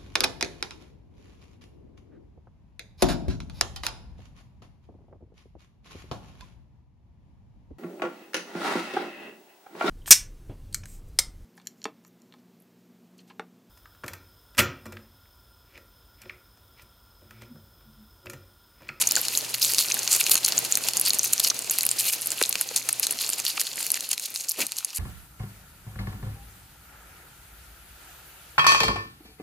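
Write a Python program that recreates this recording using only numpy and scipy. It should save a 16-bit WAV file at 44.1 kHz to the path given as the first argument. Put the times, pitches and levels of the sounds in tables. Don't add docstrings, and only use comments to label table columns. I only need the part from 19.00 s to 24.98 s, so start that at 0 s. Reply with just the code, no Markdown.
import sys
import numpy as np
from scipy import signal
from scipy.fft import rfft, irfft
from scipy.io import wavfile

SR = 44100
rng = np.random.default_rng(int(sys.argv[2]) if len(sys.argv) > 2 else 0)


def int16_out(signal):
    q = np.round(np.clip(np.atleast_2d(signal).T, -1, 1) * 32767)
    wavfile.write(sys.argv[1], SR, q.astype(np.int16))


N = 263938
GRAIN_HZ = np.geomspace(700, 14500, 22)


def from_db(db):
    return 10 ** (np.asarray(db) / 20)


def rms_one(x):
    return x / np.sqrt(np.mean(x ** 2) + 1e-20)


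def in_time(rows):
    s, *columns = np.transpose(rows)
    return [np.interp(np.arange(N) / SR, s, c) for c in columns]


def at_hz(points, hz):
    points_hz, points_db = np.transpose(points)
    return np.interp(np.log(hz + 1e-9), np.log(points_hz), points_db)


def add(track, s, sound):
    at = int(np.clip(round(s * SR), 0, N - 1))
    track[..., at:at + sound.shape[-1]] += sound[..., :N - at]


def cut(x, hz, kind, order):
    sos = signal.butter(order, min(hz, SR / 2 - 1000), kind, fs=SR, output="sos")
    return signal.sosfilt(sos, x)


def resonate(x, hz, width_hz):
    r = np.exp(-np.pi * width_hz / SR)
    zeros = np.array([1, 0, -1]) * (1 - r * r) / 2
    poles = [1, -(1 + r * r) * np.cos(2 * np.pi * hz / SR), r * r]
    return signal.lfilter(zeros, poles, x + 1e-18)


def panned(x, pan_db):
    return x * from_db(np.array([[.5], [-.5]]) * pan_db)


def drift(hz):
    return np.clip(rms_one(cut(rng.standard_normal(N), hz, "low", order=2)), -2, 2)


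def wander(depth_db, hz):
    return from_db(depth_db * drift(hz))


def coloured_noise(spectrum, side_db):
    gain = from_db(at_hz(spectrum, np.arange(N // 2 + 1) * SR / N))
    mid, side = rms_one(irfft(rfft(rng.standard_normal((2, N))) * gain, N))
    return mid + from_db(side_db) * side * [[1], [-1]]


# t/s, level/dB (rms, before it wavers)
HUM_LEVEL = [(0, -57.5), (2.2, -59), (4, -63), (6, -73)]


def mains_hum(hum_hz=119.9):
    level = from_db(in_time(HUM_LEVEL)[0]) * wander(2.5, 5)
    return level * np.sqrt(2) * np.sin(2 * np.pi * hum_hz * np.arange(N) / SR)


# (per Hz, relative)
NOISE_COLOUR = [(25, -17), (70, -16.5), (140, -3), (260, 0), (450, 1.5), (750, 0), (1100, -5), (2000, -6),
                (5000, -3), (16000, -16)]


def background_noise(noise_db):
    noise = panned(coloured_noise(NOISE_COLOUR, side_db=-1.5), pan_db=-2.5)
    return from_db(noise_db + 2.5) * wander(3.0, 25.0) * noise


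def reflections(x, level_db, t60_s, size=8192):
    tail = rng.standard_normal((2, size)) * from_db(-60 * np.arange(size) / SR / t60_s)
    tail /= np.linalg.norm(tail, axis=1, keepdims=True)
    return from_db(level_db) * signal.oaconvolve(x, tail, axes=1)[:, :N]


# f/Hz (centre, before the heads move), width/Hz, level/dB
HOLLOW = [(2735, 540, -0.5), (4290, 600, 2), (6850, 590, -3), (10450, 3200, -5.5)]


def hollow(x, low_hz, top_hz, shift_octaves, shift_hz):
    pose = np.clip(drift(shift_hz), -1, 1)
    lifted = np.zeros_like(x)
    for k in (-1, 0, 1):
        posed = x * np.maximum(1 - np.abs(pose - k), 0)
        for hz, width_hz, db in HOLLOW:
            lifted += from_db(db) * resonate(posed, hz * 2 ** (k * shift_octaves), width_hz)
    return cut(cut(x + lifted, low_hz, "high", order=2), top_hz, "low", order=3)


def smear(x, hz, width_hz):
    return x - 2 * resonate(x, hz, width_hz)


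BRUSH_AT_S, BRUSH_LENGTH_S, BRUSH_DB = 5.589, 0.072, -38.5
BRUSH_EDGE_DB_PER_S, BRUSH_SAG_DB_PER_S = 900, 173
RUB_FIRST_HZ, RUB_LAST_HZ, RUB_SPREAD_HZ, BRUSH_HISS_DB = 385, 185, 99, 1.5
# (per Hz, relative)
BRUSH = [(70, -26), (140, -11), (600, 2), (1200, -5), (6000, -19)]


def brushing():
    t = np.arange(N) / SR - BRUSH_AT_S
    sliding_s = np.clip(t, 0, BRUSH_LENGTH_S)
    outside_s = np.abs(t - sliding_s)
    db = BRUSH_DB - BRUSH_SAG_DB_PER_S * sliding_s - BRUSH_EDGE_DB_PER_S * outside_s
    hz = RUB_FIRST_HZ * (RUB_LAST_HZ / RUB_FIRST_HZ) ** (sliding_s / BRUSH_LENGTH_S)
    turn = 2 * np.pi * np.cumsum(hz) / SR
    band = drift(RUB_SPREAD_HZ) * np.cos(turn) + drift(RUB_SPREAD_HZ) * np.sin(turn)
    rub = rms_one(cut(band, RUB_LAST_HZ, "high", order=2))
    return from_db(db) * (rub + from_db(BRUSH_HISS_DB) * coloured_noise(BRUSH, side_db=-7))


def kernel(x, hz, width_hz, edge_hz):
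    return cut(resonate(x, hz, width_hz), edge_hz, "high", order=3)


def fractures(per_s, spread_db, scatter_db):
    when, strength, sign, side = rng.random((int(per_s * N / SR) + 1, 4)).T
    size = from_db(-spread_db * np.log(0.017 + strength)) * np.sign(sign - .5)
    clicks = np.zeros((2, N))
    clicks[:, (when * N).astype(int)] = panned(size, scatter_db * (2 * side - 1))
    return clicks


def grains(hz, per_s, spread_db):
    clicks = fractures(per_s / len(GRAIN_HZ), spread_db, scatter_db=-2.5)
    return rms_one(kernel(clicks, hz, 0.22 * hz, 0.57 * hz))


# (per Hz, relative)
PULP = [(700, -11), (1400, -8.5), (2800, -3.5), (4300, -1.75), (7000, 0.5), (11000, -1.5), (14500, 0.5)]


def shares(colour_db):
    gain = from_db(at_hz(PULP, GRAIN_HZ) + colour_db) * np.sqrt(GRAIN_HZ)
    return gain / np.linalg.norm(gain)


def nibbling(level_db, flutter_db, flutter_hz, tilt_db):
    fizz = np.zeros((2, N))
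    for share, hz in zip(shares(tilt_db * np.log2(GRAIN_HZ)), GRAIN_HZ):
        dense = from_db(-3.5) * grains(hz, per_s=14000, spread_db=2.0)
        stray = from_db(-5.5) * grains(hz, per_s=260, spread_db=5.0)
        fizz += share * (dense + stray)
    return from_db(level_db) * wander(flutter_db, flutter_hz) * fizz


NIPS_PER_S, NIP_DB, NIP_SPREAD_DB = 28, 19.5, 4.5
NIP_LOW_HZ, NIP_HIGH_HZ, NIP_WIDTH_HZ = 4040, 13300, 5100


def nips(nibble_db, size=160):
    wait, strength, pitch = rng.random((size, 3)).T
    s = np.cumsum(-np.log(1 - wait)) / NIPS_PER_S
    followed_db = np.interp(s * SR, np.arange(N), nibble_db)
    db = followed_db + NIP_DB + NIP_SPREAD_DB * (2 * strength - 1)
    hz = NIP_LOW_HZ * (NIP_HIGH_HZ / NIP_LOW_HZ) ** pitch
    rows = np.column_stack([s, db, hz, np.full(size, NIP_WIDTH_HZ), hz / 2])
    return rows[s < N / SR]


# t/s, level/dB (relative), first f/Hz, last f/Hz, length/s
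POPS = [(0.168, -21.5, 2170, 1450, 0.008), (0.849, -27, 3960, 2160, 0.0043),
        (0.967, -29.5, 2560, 1465, 0.0069), (1.358, -28, 3200, 800, 0.0033),
        (2.513, -28, 2490, 1120, 0.0051), (3.4136, -12.5, 2200, 1250, 0.0019),
        (3.4154, -11.5, 820, 358, 0.0031), (3.554, -20.5, 2850, 1000, 0.0015),
        (3.613, -21, 2500, 514, 0.0012), (3.7122, -30, 560, 480, 0.0069), (3.891, -28, 2450, 610, 0.0033),
        (4.003, -38.5, 1510, 446, 0.007), (4.579, -26, 2240, 905, 0.0027), (4.779, -21, 3400, 1280, 0.0022),
        (5.908, -32, 2870, 2200, 0.0011)]


def pops(glide_s, attack_s, rough, low_hz, pan_db, size=1500):
    out, t = np.zeros(N), np.arange(size) / SR
    for s, db, first_hz, last_hz, length_s in POPS:
        hz = last_hz * (first_hz / last_hz) ** np.exp(-t / glide_s)
        shape = (1 - np.exp(-t / attack_s)) * np.exp(-(t / length_s) ** 2)
        flutter = rms_one(cut(rng.standard_normal(size), 1460, "low", order=2))
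        shape = shape * (1 + rough * flutter)
        add(out, s, from_db(db) * shape * np.sin(2 * np.pi * np.cumsum(hz) / SR))
    return panned(cut(out, low_hz, "high", order=2), pan_db)


# t/s, build-up/s, easing/s, level/dB (relative), ring f/Hz, tilt/dB per octave
BITES = [(0.027, 0.024, 0.0028, -23, 9300, -2), (0.168, 0.0029, 0.026, -31.5, 14000, -4.5),
         (0.391, 0.076, 0.013, -32.5, 3340, 5), (0.547, 0.0063, 0.0035, -20.5, 3900, 5.5),
         (0.619, 0.006, 0.1, -23.5, 4630, 4), (0.697, 0.0045, 0.022, -31.5, 12200, -4.5),
         (0.811, 0.031, 0.026, -26, 4160, 2.5), (0.903, 0.003, 0.0053, -27, 10500, -3),
         (1.131, 0.027, 0.045, -23, 8000, -0.5), (1.21, 0.014, 0.0034, -19.5, 3340, 1.5),
         (1.271, 0.017, 0.05, -30.5, 3500, 3), (1.312, 0.0029, 0.021, -17.5, 11600, 0.5),
         (1.445, 0.003, 0.016, -32, 5000, 0), (1.484, 0.007, 0.015, -26.5, 13600, -3),
         (1.525, 0.006, 0.007, -31.5, 3300, 0), (1.652, 0.0054, 0.012, -27, 12300, -2),
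         (1.722, 0.0087, 0.0037, -26.5, 10800, 7), (1.891, 0.017, 0.0057, -26, 6400, -1),
         (2.079, 0.032, 0.0085, -25, 4300, 0), (2.149, 0.016, 0.0048, -27, 8200, 7),
         (2.263, 0.041, 0.023, -29, 6400, 3.5), (2.335, 0.0078, 0.0033, -19, 2400, 9),
         (2.449, 0.014, 0.0047, -18, 5100, 2), (2.473, 0.0067, 0.0041, -19, 4900, 3),
         (2.71, 0.002, 0.028, -25.0, 11500, -0.5), (2.791, 0.0076, 0.0037, -26.5, 8900, -2),
         (2.995, 0.008, 0.024, -23.5, 2600, 3.5), (3.1, 0.072, 0.005, -25.5, 2750, 2.5),
         (3.137, 0.015, 0.0092, -23, 12000, 0), (3.335, 0.027, 0.012, -35, 11400, -5),
         (3.405, 0.02, 0.041, -34.5, 10100, -3), (3.621, 0.022, 0.0084, -34.5, 10400, -3),
         (3.762, 0.0029, 0.017, -22, 6070, -0.5), (3.893, 0.0035, 0.0029, -24, 2000, -0.5),
         (4.038, 0.01, 0.015, -23.5, 5750, -1), (4.108, 0.002, 0.0076, -24, 11800, 1.5),
         (4.215, 0.022, 0.045, -30.5, 4060, -0.5), (4.335, 0.024, 0.016, -33, 4200, 3),
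         (4.401, 0.021, 0.003, -30, 9100, -3), (4.497, 0.042, 0.022, -31, 4170, 0),
         (4.579, 0.008, 0.0017, -28.5, 2700, -5.5), (4.609, 0.015, 0.016, -28.5, 2800, 3),
         (4.677, 0.022, 0.0079, -33, 4030, -1), (4.809, 0.025, 0.0063, -31.5, 9500, -2),
         (4.836, 0.0012, 0.063, -35, 5100, 4), (4.976, 0.038, 0.003, -32.5, 1950, 0),
         (5.046, 0.0094, 0.012, -33, 3920, 2), (5.117, 0.011, 0.0023, -23, 7900, 0.5),
         (5.134, 0.0046, 0.0063, -25, 3020, 1), (5.263, 0.041, 0.0051, -31.5, 4050, 4.5),
         (5.352, 0.006, 0.026, -31.5, 7650, 1.5), (5.411, 0.021, 0.0093, -33, 6550, 2.5),
         (5.446, 0.01, 0.0062, -34, 7600, 0), (5.492, 0.005, 0.024, -28.5, 4700, 10.5),
         (5.624, 0.04, 0.013, -28.5, 2280, 0.5), (5.782, 0.004, 0.018, -33.5, 3180, 3),
         (5.971, 0.019, 0.01, -29, 9300, 1.5)]


def bites(level_db, judder_db, judder_hz, ring_db, ring_octaves, size=16384):
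    power, t = np.zeros((len(GRAIN_HZ), N)), np.arange(size) / SR
    for s, build_s, ease_s, db, hz, tilt_db in BITES:
        start = max(s - 3 * build_s, 0)
        since = t + start - s
        push = np.exp(-np.where(since < 0, (since / build_s) ** 2, since / ease_s))
        octaves = np.log2(GRAIN_HZ / hz)
        colour_db = tilt_db * octaves + ring_db * np.exp(-(octaves / ring_octaves) ** 2)
        add(power, start, np.outer(shares(colour_db) ** 2, (from_db(db + level_db) * push) ** 2))
    tearing = np.zeros((2, N))
    for grain_power, hz in zip(power, GRAIN_HZ):
        tearing += np.sqrt(grain_power) * grains(hz, per_s=3400, spread_db=2.5)
    return wander(judder_db, judder_hz) * tearing


CRACK_LOSS_DB_PER_OCTAVE = 5.5


def snap(hz, width_hz, edge_hz, follow_db, follow_s, crack_db, crack_s, crack_low_hz, crack_high_hz,
         size=512, count=3):
    release = signal.unit_impulse(size)
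    steps = np.clip(follow_s * SR * rng.uniform(0.091, 1, count), 1, size - 1).astype(int)
    release[steps] += from_db(follow_db) * rng.choice([-1, 1], count)
    split = rng.standard_normal(size) * np.exp(-np.arange(size) / SR / crack_s)
    crack = cut(cut(split, crack_low_hz, "high", order=2), crack_high_hz, "low", order=2)
    body = from_db(crack_db - CRACK_LOSS_DB_PER_OCTAVE * np.log2(edge_hz / crack_low_hz))
    tick = rms_one(kernel(release, hz, width_hz, edge_hz)) + body * rms_one(crack)
    return tick / np.linalg.norm(tick)


# t/s, level/dB (energy, relative), ring f/Hz, ring width/Hz, low edge f/Hz
SNAPS = [(0.0242, -4, 6800, 3600, 700), (0.0717, 0, 7000, 2100, 6500), (0.0738, 3, 6100, 1200, 8100),
         (0.0897, -5, 11100, 8200, 1000), (0.1108, 2, 4560, 1400, 6300), (0.1207, 3.5, 13600, 7100, 1300),
         (0.1549, 0.5, 4400, 5000, 4200), (0.1641, 3, 6450, 2100, 1400), (0.215, -2.5, 12500, 2000, 7300),
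         (0.2836, -1, 6570, 9900, 800), (0.3516, -5.5, 3820, 700, 4750), (0.3746, 3.5, 5900, 2800, 8100),
         (0.5458, -6, 4030, 2700, 700), (0.6272, 2, 5070, 450, 4500), (0.6476, 3, 4400, 5400, 4530),
         (0.7164, -12, 4800, 6000, 3200), (0.7361, -2, 9000, 9900, 700), (0.7468, -1, 6830, 9900, 700),
         (0.7838, 4.5, 3920, 1310, 5700), (0.7898, 4, 5100, 5600, 3800), (0.885, -9, 5200, 1480, 4000),
         (0.9205, -1, 6250, 1400, 3400), (0.9427, 0, 11800, 2600, 700), (0.9913, -4, 6560, 1800, 700),
         (1.0768, 0, 4630, 2800, 1200), (1.1273, -2, 8050, 1500, 2500), (1.1302, 3, 8150, 1900, 6000),
         (1.2119, -2.5, 2300, 900, 1200), (1.2402, -4.5, 5900, 3100, 6400),
         (1.2657, -2.5, 3800, 5000, 1900), (1.2961, 3, 14000, 5700, 700), (1.3139, 0.5, 5300, 9900, 4400),
         (1.3158, 5.5, 4300, 6700, 4100), (1.319, -9, 2800, 900, 1800), (1.3426, 4, 14000, 3600, 2400),
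         (1.3546, 6, 7200, 5600, 700), (1.368, -7, 4600, 5300, 4300), (1.3778, -5.5, 1500, 3600, 4100),
         (1.3836, -13, 8500, 5000, 3500), (1.447, 1.5, 9700, 1700, 3100), (1.449, 3, 4500, 1800, 5250),
         (1.4618, 0, 5000, 2500, 6600), (1.4865, -3, 1500, 9900, 5200), (1.5222, -3, 5030, 2000, 700),
         (1.5729, -7, 8000, 2000, 6000), (1.5796, 4, 6600, 750, 1200), (1.5891, 3, 14000, 4600, 2400),
         (1.7232, 4, 6840, 700, 2400), (1.7542, 3, 6850, 3900, 3680), (1.7728, 2.5, 12600, 4300, 800),
         (1.8386, -10.5, 6270, 2500, 2000), (1.8865, 2, 7700, 9900, 700), (1.935, -5.5, 5730, 9900, 2820),
         (1.9698, 2.5, 8850, 5900, 3700), (1.9749, -3, 6700, 700, 5200), (1.9972, 3, 13500, 5700, 2800),
         (2.0131, 2.5, 10800, 1200, 1300), (2.0618, -1.5, 8900, 800, 700), (2.0833, 1.5, 13800, 1100, 2200),
         (2.0957, -2, 11000, 2100, 6900), (2.1051, 2, 4700, 2600, 3700), (2.1338, -1.5, 9500, 9900, 1100),
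         (2.1871, -1, 12900, 2400, 1900), (2.1933, 4, 6350, 705, 1310), (2.2321, -1.5, 7440, 1600, 4600),
         (2.2436, 2, 14400, 1300, 1000), (2.3331, 3, 6850, 1800, 7700), (2.3796, -6, 5940, 1800, 1800),
         (2.3975, 1.5, 9500, 9900, 2700), (2.4006, 4.5, 3470, 500, 9000), (2.4469, 0.5, 5400, 1100, 700),
         (2.4849, -3, 14000, 9900, 4000), (2.5007, 0, 5460, 1900, 1400), (2.5037, 0.5, 6000, 900, 1300),
         (2.5909, -5, 9700, 4500, 4000), (2.6223, -12, 8000, 2500, 5000), (2.6976, -1.5, 6660, 900, 1000),
         (2.7108, -1, 11400, 2100, 700), (2.7857, 4, 12100, 2800, 700), (2.8087, -2.5, 5900, 9000, 2100),
         (2.8323, -1, 12100, 4300, 800), (2.8523, -2, 9800, 1300, 3100), (2.8653, 5.5, 12700, 8200, 810),
         (2.8905, 0, 7250, 8200, 2200), (2.9139, 3, 8200, 800, 2700), (3.008, -1.5, 7900, 2200, 1400),
         (3.2122, -10, 11800, 2500, 8000), (3.2193, -7.5, 10380, 4900, 1600),
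         (3.2596, -6, 9600, 3900, 8800), (3.2713, -1, 12000, 3800, 7600), (3.3049, -5.5, 8000, 2700, 2400),
         (3.3182, -3, 7700, 2800, 2500), (3.4142, -3, 1510, 3100, 700), (3.4261, 3.5, 8400, 8800, 2100),
         (3.4372, -1.5, 4050, 2700, 2600), (3.4529, -10, 4200, 700, 3000), (3.4924, -1, 12300, 2000, 1500),
         (3.4951, 0, 11800, 2400, 8900), (3.5273, -2.5, 6230, 3300, 1600), (3.5553, -2.5, 3100, 6000, 700),
         (3.6119, 3.0, 10800, 2300, 700), (3.6896, -10.5, 5570, 2500, 2500), (3.763, 0, 9400, 2700, 3600),
         (3.8888, 0.5, 8400, 2400, 700), (3.9285, 1.5, 8800, 2000, 7000), (3.9974, 1, 11700, 2500, 1500),
         (4.0303, -2, 2700, 7300, 3900), (4.0339, -7, 5500, 3600, 700), (4.0685, 0.5, 8200, 9900, 700),
         (4.1106, -6, 11900, 1800, 700), (4.1242, -6.5, 9200, 1400, 700), (4.1887, -10, 3900, 2500, 2000),
         (4.2915, -3, 8900, 1400, 700), (4.3009, -3.5, 11100, 2700, 6100), (4.3329, -4.5, 7400, 1900, 700),
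         (4.4515, -3, 8200, 6400, 700), (4.4655, -3, 4100, 1800, 3000), (4.4812, -8, 11400, 3000, 6000),
         (4.5975, -4, 5600, 7700, 1200), (4.6088, -5, 11700, 2000, 3500), (4.6141, 0.5, 8260, 9900, 700),
         (4.8284, -7.0, 8200, 2100, 1100), (4.8661, -4, 13200, 6000, 700), (4.9037, -2.5, 9000, 2400, 700),
         (4.9176, 3, 10400, 1100, 3000), (4.9429, -3, 6200, 4100, 700), (5.0073, -6.5, 8100, 9900, 2600),
         (5.0908, -9, 10700, 1510, 1300), (5.1312, -3.5, 6700, 9900, 700), (5.179, -8, 5440, 9900, 1100),
         (5.1972, -9, 7900, 1800, 1300), (5.342, -13, 11600, 5600, 700), (5.36, -7, 4950, 1600, 700),
         (5.4861, -8, 6400, 900, 3400), (5.4937, -1.5, 8400, 4900, 6000), (5.5117, -9, 5400, 2000, 4000),
         (5.5177, -4, 13900, 9900, 2100), (5.6674, -6, 4600, 9600, 5000), (5.7202, -7.5, 7300, 9900, 700),
         (5.7676, -11.5, 7200, 1600, 5500), (5.7854, -5.5, 1500, 10000, 4400),
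         (5.8468, -8, 5950, 1500, 4000), (5.8479, -2.5, 10400, 810, 5000)]


def snaps(rows, level_db, scatter_db):
    out = np.zeros((2, N))
    for s, db, hz, width_hz, edge_hz in rows:
        tick = snap(hz, width_hz, edge_hz, follow_db=-8, follow_s=0.00087, crack_db=-18.0,
                    crack_s=0.0012, crack_low_hz=720, crack_high_hz=2550)
        add(out, s, panned(from_db(db + level_db) * tick, scatter_db * rng.standard_normal()))
    return out


# t/s, fine nibbling level/dB, background noise level/dB (both relative)
QUIET = [(0.0, -35.5, -44), (0.5, -37.5, -46.5), (1.2, -33, -44.5), (1.7, -36.5, -43), (2.4, -37, -46.5),
         (3.6, -39, -48.5), (4.9, -40, -50.5), (5.4, -45, -57.5), (5.98, -44.5, -64)]


def scene():
    nibble_db, noise_db = in_time(QUIET)
    background = background_noise(noise_db) + mains_hum()
    fizz = nibbling(nibble_db, flutter_db=2.84, flutter_hz=34, tilt_db=-1.7)
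    light_nips = snaps(nips(nibble_db), level_db=-0.3, scatter_db=5.5)
    juice = pops(glide_s=0.0018, attack_s=0.00064, rough=0.55, low_hz=199, pan_db=-2.0)
    tearing = bites(level_db=0.08, judder_db=2.0, judder_hz=146, ring_db=8.0, ring_octaves=0.39)
    teeth = snaps(SNAPS, level_db=2.0, scatter_db=0.0)
    crunch = hollow(teeth + tearing + fizz + light_nips, low_hz=220, top_hz=14100,
                    shift_octaves=0.064, shift_hz=5.8)
    chewing = panned(smear(crunch, hz=9250, width_hz=6500), pan_db=-0.5) + juice
    hands = reflections(cut(chewing, 2550, "high", order=1), level_db=-9.0, t60_s=0.023)
    walls = reflections(chewing, level_db=-21, t60_s=.15)
    return background + brushing() + walls + hands + chewing


def record(dry):
    top = 0.94
    rounded = cut(top * np.tanh(dry / top), 27, "high", order=1)
    steep_low_pass = signal.ellip(10, .2, 70, 15900, fs=SR, output="sos")
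    return signal.sosfilt(steep_low_pass, rounded)


dry = scene()
out = record(dry)
int16_out(out)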